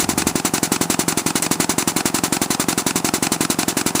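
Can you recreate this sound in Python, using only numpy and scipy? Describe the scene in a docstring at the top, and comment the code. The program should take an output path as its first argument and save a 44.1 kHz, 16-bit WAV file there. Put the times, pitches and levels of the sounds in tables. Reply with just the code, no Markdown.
"""On a lawn, close by, a small homemade steam engine runs at about eleven strokes a second. Each stroke opens
the exhaust: a pressure pulse thumps and a turbulent jet of steam rushes and fades. The frame rings in its
modes, and each stroke ends in an impact, a metal clack with a dull thud, loud and weak on alternate strokes.
Boiler and leaks rush behind; a gust brushes the microphone at first."""
import sys
import numpy as np
from scipy import signal
from scipy.fft import rfft, irfft, next_fast_len
from scipy.io import wavfile
from scipy.ndimage import uniform_filter1d

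SR = 44100
rng = np.random.default_rng(int(sys.argv[2]) if len(sys.argv) > 2 else 0)


def wav_record(signal):
    """Record a signal, one row per channel, as 16-bit PCM in the file named by sys.argv[1]."""
    frames = np.transpose(np.atleast_2d(signal))
    bounded = np.clip(frames, -1, 1)
    # unit amplitude maps onto the largest positive 16-bit level
    quanta = np.round(bounded * 32767).astype(np.int16)
    wavfile.write(sys.argv[1], SR, quanta)


N = 176400
IMPACT_SAMPLES = SR // 200  # a 0 dB impact has the energy of 5 ms at rms 1


def amp(db):
    """Amplitude ratio of a level in decibels."""
    return 10 ** (np.asarray(db) / 20)


def shape(points, hz):
    """Gain interpolated between (f/Hz, level/dB) points on a logarithmic frequency axis."""
    f, db = np.transpose(points)
    return amp(np.interp(np.log(hz + 1), np.log(f + 1), db))


def filtered(x, response):
    """Linear filtering: the spectrum is multiplied by a frequency response."""
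    size = next_fast_len(N + SR // 2)
    return irfft(rfft(x, size) * response(np.fft.rfftfreq(size, 1 / SR)), size)[:N]


def noise(response):
    """Filtered Gaussian noise of rms 1."""
    x = filtered(rng.standard_normal(N), response)
    return x / np.sqrt(np.mean(x ** 2) + 1e-20)


def add(track, start_s, sound):
    """Superposition: a sound adds to the track from its start time."""
    i = int(round(start_s * SR))
    part = sound[max(-i, 0):max(N - i, 0)]
    track[max(i, 0):][:len(part)] += part


def pulse(points, size=4096):
    """Minimum-phase 0 dB impact with a given spectrum, made by folding the cepstrum."""
    cepstrum = irfft(np.log(shape(points, np.fft.rfftfreq(size, 1 / SR))))
    cepstrum[1:size // 2] *= 2
    cepstrum[size // 2 + 1:] = 0
    wave = irfft(np.exp(rfft(cepstrum)))
    return wave / np.linalg.norm(wave) * np.sqrt(IMPACT_SAMPLES)


# Noise spectrum of boiler and leaks: f/Hz, level/dB
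BOILER_SPECTRUM = [(25, -59), (60, -30), (170, -9), (330, 0), (560, -3.5), (760, 2), (1300, -5),
                   (2200, -13), (4000, -18), (7500, -15.5), (11000, -17.5), (15000, -21.5)]


def boiler(rush_db=-34, hum_db=-39.5, hum_hz=167, hum_width_hz=9):
    """Stationary noise: boiler and leaks rush over a broad band, and a narrow band hums faintly."""
    rush = amp(rush_db) * noise(lambda f: shape(BOILER_SPECTRUM, f))
    hum = amp(hum_db) * noise(lambda f: np.exp(-((f - hum_hz) / hum_width_hz) ** 2))
    return rush + hum


# Envelope of the gust: t/s, level/dB
GUST_ENVELOPE = [(0, -31), (.06, -33), (.12, -29), (.2, -30), (.3, -28.5), (.38, -57), (.46, -60)]
# Spectrum of the wind noise: f/Hz, level/dB
WIND_SPECTRUM = [(20, -6), (60, -1), (120, -3.5), (220, -12), (400, -11.5), (1500, -77)]


def gust():
    """Turbulence at the microphone makes low-frequency pressure fluctuations."""
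    level_db = np.interp(np.arange(N) / SR, *np.transpose(GUST_ENVELOPE))
    return amp(level_db) * noise(lambda f: shape(WIND_SPECTRUM, f))


def yard_scatter(x, t60_s=0.17, level_db=-18.5):
    """Diffuse scattering from things nearby: convolution with exponentially decaying noise."""
    t = np.arange(SR // 3) / SR
    tail = rng.standard_normal(len(t)) * amp(-60 * t / t60_s)
    return amp(level_db) * signal.fftconvolve(x, tail / np.linalg.norm(tail))[:N]


# Piston strokes, out and back in turn, driving all the engine's parts:
# t/s, thump level/dB, steam level/dB, knock level/dB
PISTON_STROKES = [(0.0, -2.5, -0.2, -3.3), (0.0909, 2, 0.2, -13.9), (0.178, 2.3, 0.5, -1.5),
                  (0.2694, 3, 0.3, -15), (0.356, 3.1, -2.5, -5.5), (0.4498, 1.5, 0.9, -17),
                  (0.5381, 1.5, 0.5, -2.8), (0.6306, 2, 1, -16), (0.7192, 3, 0.5, -1.5),
                  (0.812, 2.9, 0.2, -14.6), (0.9005, 1.8, 0.8, -2.3), (0.992, 1.8, 0.7, -16),
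                  (1.0813, 1.5, 0.5, -3.5), (1.174, 1, 0.5, -16), (1.2626, 1.7, -0.5, -3.3),
                  (1.3555, 1.5, 0.8, -14.5), (1.4215, -11, 0, -1.5), (1.5125, 2.7, 1.2, -13),
                  (1.6008, 2.5, 1, -3), (1.6942, 1.5, 1, -17), (1.7822, 1.5, 0.4, -4.3),
                  (1.8759, 1.5, 1.3, -17), (1.9639, 1, -0.3, -2.5), (2.0562, 2.5, 1, -12),
                  (2.1442, 1.5, 0.1, -2.5), (2.2368, 1.5, 0.4, -15), (2.3249, 1.5, 0, -2.5),
                  (2.417, 1.8, 0.7, -13.1), (2.505, 1.5, 0, -2.7), (2.5978, 1.2, 0.7, -11.4),
                  (2.6856, 2.5, 0.1, -2.7), (2.7778, 0.6, 0.6, -14), (2.8657, 1.9, 0.5, -2.2),
                  (2.9579, 1, 0.3, -12.5), (3.0461, 1.7, 0.0, -0.7), (3.1385, 2, 0.5, -17),
                  (3.226, 1.5, 0.5, -0.1), (3.3194, 1.5, 0.5, -13), (3.4079, 2.5, -0.5, 0),
                  (3.5009, 1.5, 0.5, -13), (3.5888, 1.5, -0.4, -1.5), (3.6815, 0.7, 0.3, -14),
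                  (3.77, 1, 0.1, -1.5), (3.863, 2, 1, -10.9), (3.9518, 1.5, -0.1, -1.3)]
# Modes of the frame: f/Hz, level/dB, T60/s
FRAME_MODES = [(165, -38, 0.15), (311, -36, 0.28), (388.6, -38.5, 0.46), (479.5, -44, 0.53),
               (719, -33.5, 0.18), (855, -41.5, 0.68), (1020, -26, 0.085), (2028, -37, 0.15),
               (3960, -55, .12), (10400, -53, .2)]


def frame_ring(rise_s=0.0068):
    """Damped free vibration: each stroke excites the frame's modes; mid-stroke the frame shudders."""
    shudder_s = (0.026, 0.0208)  # out, back
    shudder_hz, shudder_width_s, shudder_db = 328.6, 0.0038, -20
    out, t = np.zeros(N), np.arange(SR // 3) / SR
    for k, (start, *_) in enumerate(PISTON_STROKES):
        draws = rng.standard_normal((len(FRAME_MODES), 2))
        ring = sum(amp(db + 2 * spread - 60 * t / t60) * np.sin(2 * np.pi * hz * t + np.pi * phase)
                   for (hz, db, t60), (spread, phase) in zip(FRAME_MODES, draws))
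        lag = t - shudder_s[k % 2]
        envelope = amp(shudder_db + rng.normal()) * np.exp(-(lag / shudder_width_s) ** 2)
        shudder = envelope * np.cos(2 * np.pi * shudder_hz * lag)
        add(out, start, ring * np.minimum(t / rise_s, 1) + shudder)
    return out


# Spectrum of the piston's thud: f/Hz, level/dB
THUD_SPECTRUM = [(25, -29), (100, -9.5), (200, -4), (280, -0.5), (370, -9), (480, -33.5), (790, -8),
                 (1300, -30.5), (2500, -44), (6000, -52)]


def piston_thuds(delay_s=0.0438, level_db=-17, knock_share=0.37):
    """Impact at the end of the stroke: a low-frequency pulse whose level follows that of the knock."""
    out, thud = np.zeros(N), pulse(THUD_SPECTRUM)
    for start, _, _, knock_db in PISTON_STROKES:
        add(out, start + delay_s, amp(level_db + knock_share * knock_db) * thud)
    return out


# Resonances of the linkage: f/Hz, bandwidth/Hz, level/dB
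LINKAGE_MODES = [(730, 120, -1), (1350, 193, 2), (1770, 220, -5.5), (2490, 180, 1), (2970, 670, -8.5),
                 (3690, 220, -6), (4280, 120, -4.5), (5120, 170, -5), (6400, 510, -9), (6000, 380, -17),
                 (7270, 150, -7.5), (8150, 390, -2), (10500, 1200, -21)]
# Non-resonant part of the clack, on the same scale: f/Hz, level/dB
CLACK_SPECTRUM = [(200, -39), (600, -31), (1000, -11), (2600, -11), (3400, -22.5), (5000, -5.5),
                  (8200, -20.5), (10000, -64), (15000, -28)]


def linkage_knocks(delay_s=0.0426, level_db=-15, rise_s=0.0012, fall_s=0.0026, size=4096):
    """Impact excitation: as slack is taken up, a chatter of contacts drives the linkage's resonances."""
    tick_lead_s, tick_db = (0.003, 0.0059), -22  # a light tick precedes each stroke: out, back
    out, t = np.zeros(N), (np.arange(size) - size // 4) / SR
    f = np.fft.rfftfreq(size, 1 / SR)
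    burst = np.exp(np.minimum(t / rise_s, -t / fall_s))
    metal = sum((-1) ** k * amp(db) * 1j * f * width / (hz * hz - f * f + 1j * f * width)
                for k, (hz, width, db) in enumerate(LINKAGE_MODES))
    for k, (start, thump_db, _, knock_db) in enumerate(PISTON_STROKES):
        tick = (start - tick_lead_s[k % 2], tick_db + thump_db)
        knock = (start + delay_s, knock_db)
        for when, db in tick, knock:
            chatter = rfft(burst * rng.standard_normal((2, size)))
            # whitening gives every random chatter the same colour
            chatter /= np.sqrt(uniform_filter1d(abs(chatter) ** 2, size=30, axis=1))
            clack = irfft(chatter[0] * metal + chatter[1] * shape(CLACK_SPECTRUM, f))
            clack *= np.sqrt(IMPACT_SAMPLES) / np.linalg.norm(clack)
            add(out, when + t[0], amp(level_db + db) * clack)
    return out


# Resonances and antiresonances of the exhaust: f/Hz, half-width/Hz, level/dB
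PORT_RESONANCES = [(1383, 260, 5), (2007, 57, 4.5), (2226, 124, 3), (3250, 153, -7), (3980, 81, 2.5),
                   (4280, 50, 3.5), (5150, 125, -5), (5620, 55, -2), (6040, 106, 5), (6300, 34, -16),
                   (7260, 230, 2), (8420, 170, -10.5), (9570, 34, -6), (10900, 80, 4.5)]


def exhaust_port(f):
    """Frequency response of the exhaust: resonances add peaks and antiresonances cut hollows."""
    return amp(sum(db * np.exp(-((f - hz) / width) ** 2) for hz, width, db in PORT_RESONANCES))


# Spectrum of the steam jet: f/Hz, level/dB
JET_SPECTRUM = [(40, -12), (150, 0), (310, -2.5), (520, -5.5), (800, 2.5), (1400, -3), (2600, -2),
                (4500, -1.5), (7300, 1), (10300, -1), (12000, -8.5), (15200, -5)]
# Spectrum of the spurt as the valve cracks open: f/Hz, level/dB
SPURT_SPECTRUM = [(500, -4), (2000, -7), (5000, -19), (8500, 14), (11000, -5), (15000, 4)]


def steam_jet():
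    """Turbulent jet noise: a bright spurt, then a rush that fades as the cylinder empties."""
    lead_s, open_s = 0.0025, 0.0068  # the valve starts to open just ahead of the stroke
    close_s, close_db_per_s = (0.046, 0.033), 800  # out, back
    jet_db, surge_db, surge_s, fade_db_per_s = -15, 5, 0.0041, 237
    spurt_db, spurt_s, spurt_width_s = -16.5, 0.0022, 0.0067
    skip_s, skip_gap_s, skip_burst_db, skip_decay_s = 1.4228, 0.008, -14, 0.002
    sputter_db, sputter_hz = 0.06, 700  # very slight flutter of the wet steam
    flow, spurts, t = np.zeros(N), np.zeros(N), np.arange(SR // 10) / SR
    opening = np.minimum(t / open_s, 1)
    fade_db = surge_db * np.exp(-(t / surge_s) ** 2) - fade_db_per_s * t
    spurt = np.exp(-((t - lead_s - spurt_s) / spurt_width_s) ** 2)
    for k, (start, _, steam_db, _) in enumerate(PISTON_STROKES):
        closing_db = close_db_per_s * np.maximum(t - close_s[k % 2], 0)
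        add(flow, start - lead_s, opening * amp(jet_db + steam_db + fade_db - closing_db))
        add(spurts, start - lead_s, opening * amp(spurt_db + steam_db) * spurt)
    # the sound skips once, like a cut: the beat jumps ahead and the hiss starts abruptly
    gap = slice(int((skip_s - skip_gap_s) * SR), int(skip_s * SR))
    flow[gap] = spurts[gap] = 0
    add(spurts, skip_s, amp(skip_burst_db) * np.exp(-t / skip_decay_s))
    sputter = amp(sputter_db * noise(lambda f: np.exp(-(f / sputter_hz) ** 2)))
    rush = flow * noise(lambda f: shape(JET_SPECTRUM, f) * exhaust_port(f))
    hiss = spurts * noise(lambda f: shape(SPURT_SPECTRUM, f) * exhaust_port(f))
    return sputter * (rush + hiss)


def exhaust_thumps():
    """Pressure transient: a brief rarefaction, a spike as the exhaust opens, an air-column rebound."""
    dip_lead_s, dip_width_s, dip_db = 0.0016, 0.001, -23.5
    rise_s, fall_s, spike_db = 0.0002, 0.0005, -3.5
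    rebound_s, rebound_hz, rebound_t60_s, rebound_db = 0.0012, 292, 0.016, -8.5
    out, t = np.zeros(N), np.arange(-SR // 100, SR // 20) / SR
    dip = amp(dip_db) * np.exp(-((t + dip_lead_s) / dip_width_s) ** 2)
    spike = amp(spike_db) * np.exp(np.minimum(t / rise_s, -t / fall_s))
    age = np.maximum(t - rebound_s, 0)
    rebound = amp(rebound_db - 60 * age / rebound_t60_s) * np.sin(2 * np.pi * rebound_hz * age)
    for start, thump_db, _, _ in PISTON_STROKES:
        add(out, start + t[0], amp(thump_db) * (spike - dip - rebound))
    return out


def scene():
    """Superposition in the open air: background, scattered sound and the engine's direct sound."""
    engine = frame_ring() + piston_thuds() + linkage_knocks() + steam_jet() + exhaust_thumps()
    return (boiler() + gust() + yard_scatter(engine) + engine)[None]


def record(dry):
    """Microphone response: a high-pass, soft saturation of peaks, a treble notch and a band limit."""
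    low_cut_hz, ceiling, top_hz = 82, 0.95, 15400
    notch_hz, notch_width_hz, notch_depth = 12540, 940, 0.77
    sound = signal.sosfilt(signal.butter(2, low_cut_hz, "high", fs=SR, output="sos"), dry[0])
    sound = sound / (1 + np.abs(sound / ceiling) ** 8) ** (1 / 8)
    notch = lambda f: 1 - notch_depth * np.exp(-((f - notch_hz) / notch_width_hz) ** 2)
    return filtered(sound, lambda f: notch(f) / np.sqrt(1 + (f / top_hz) ** 200))[None]


dry = scene()
out = record(dry)
wav_record(out)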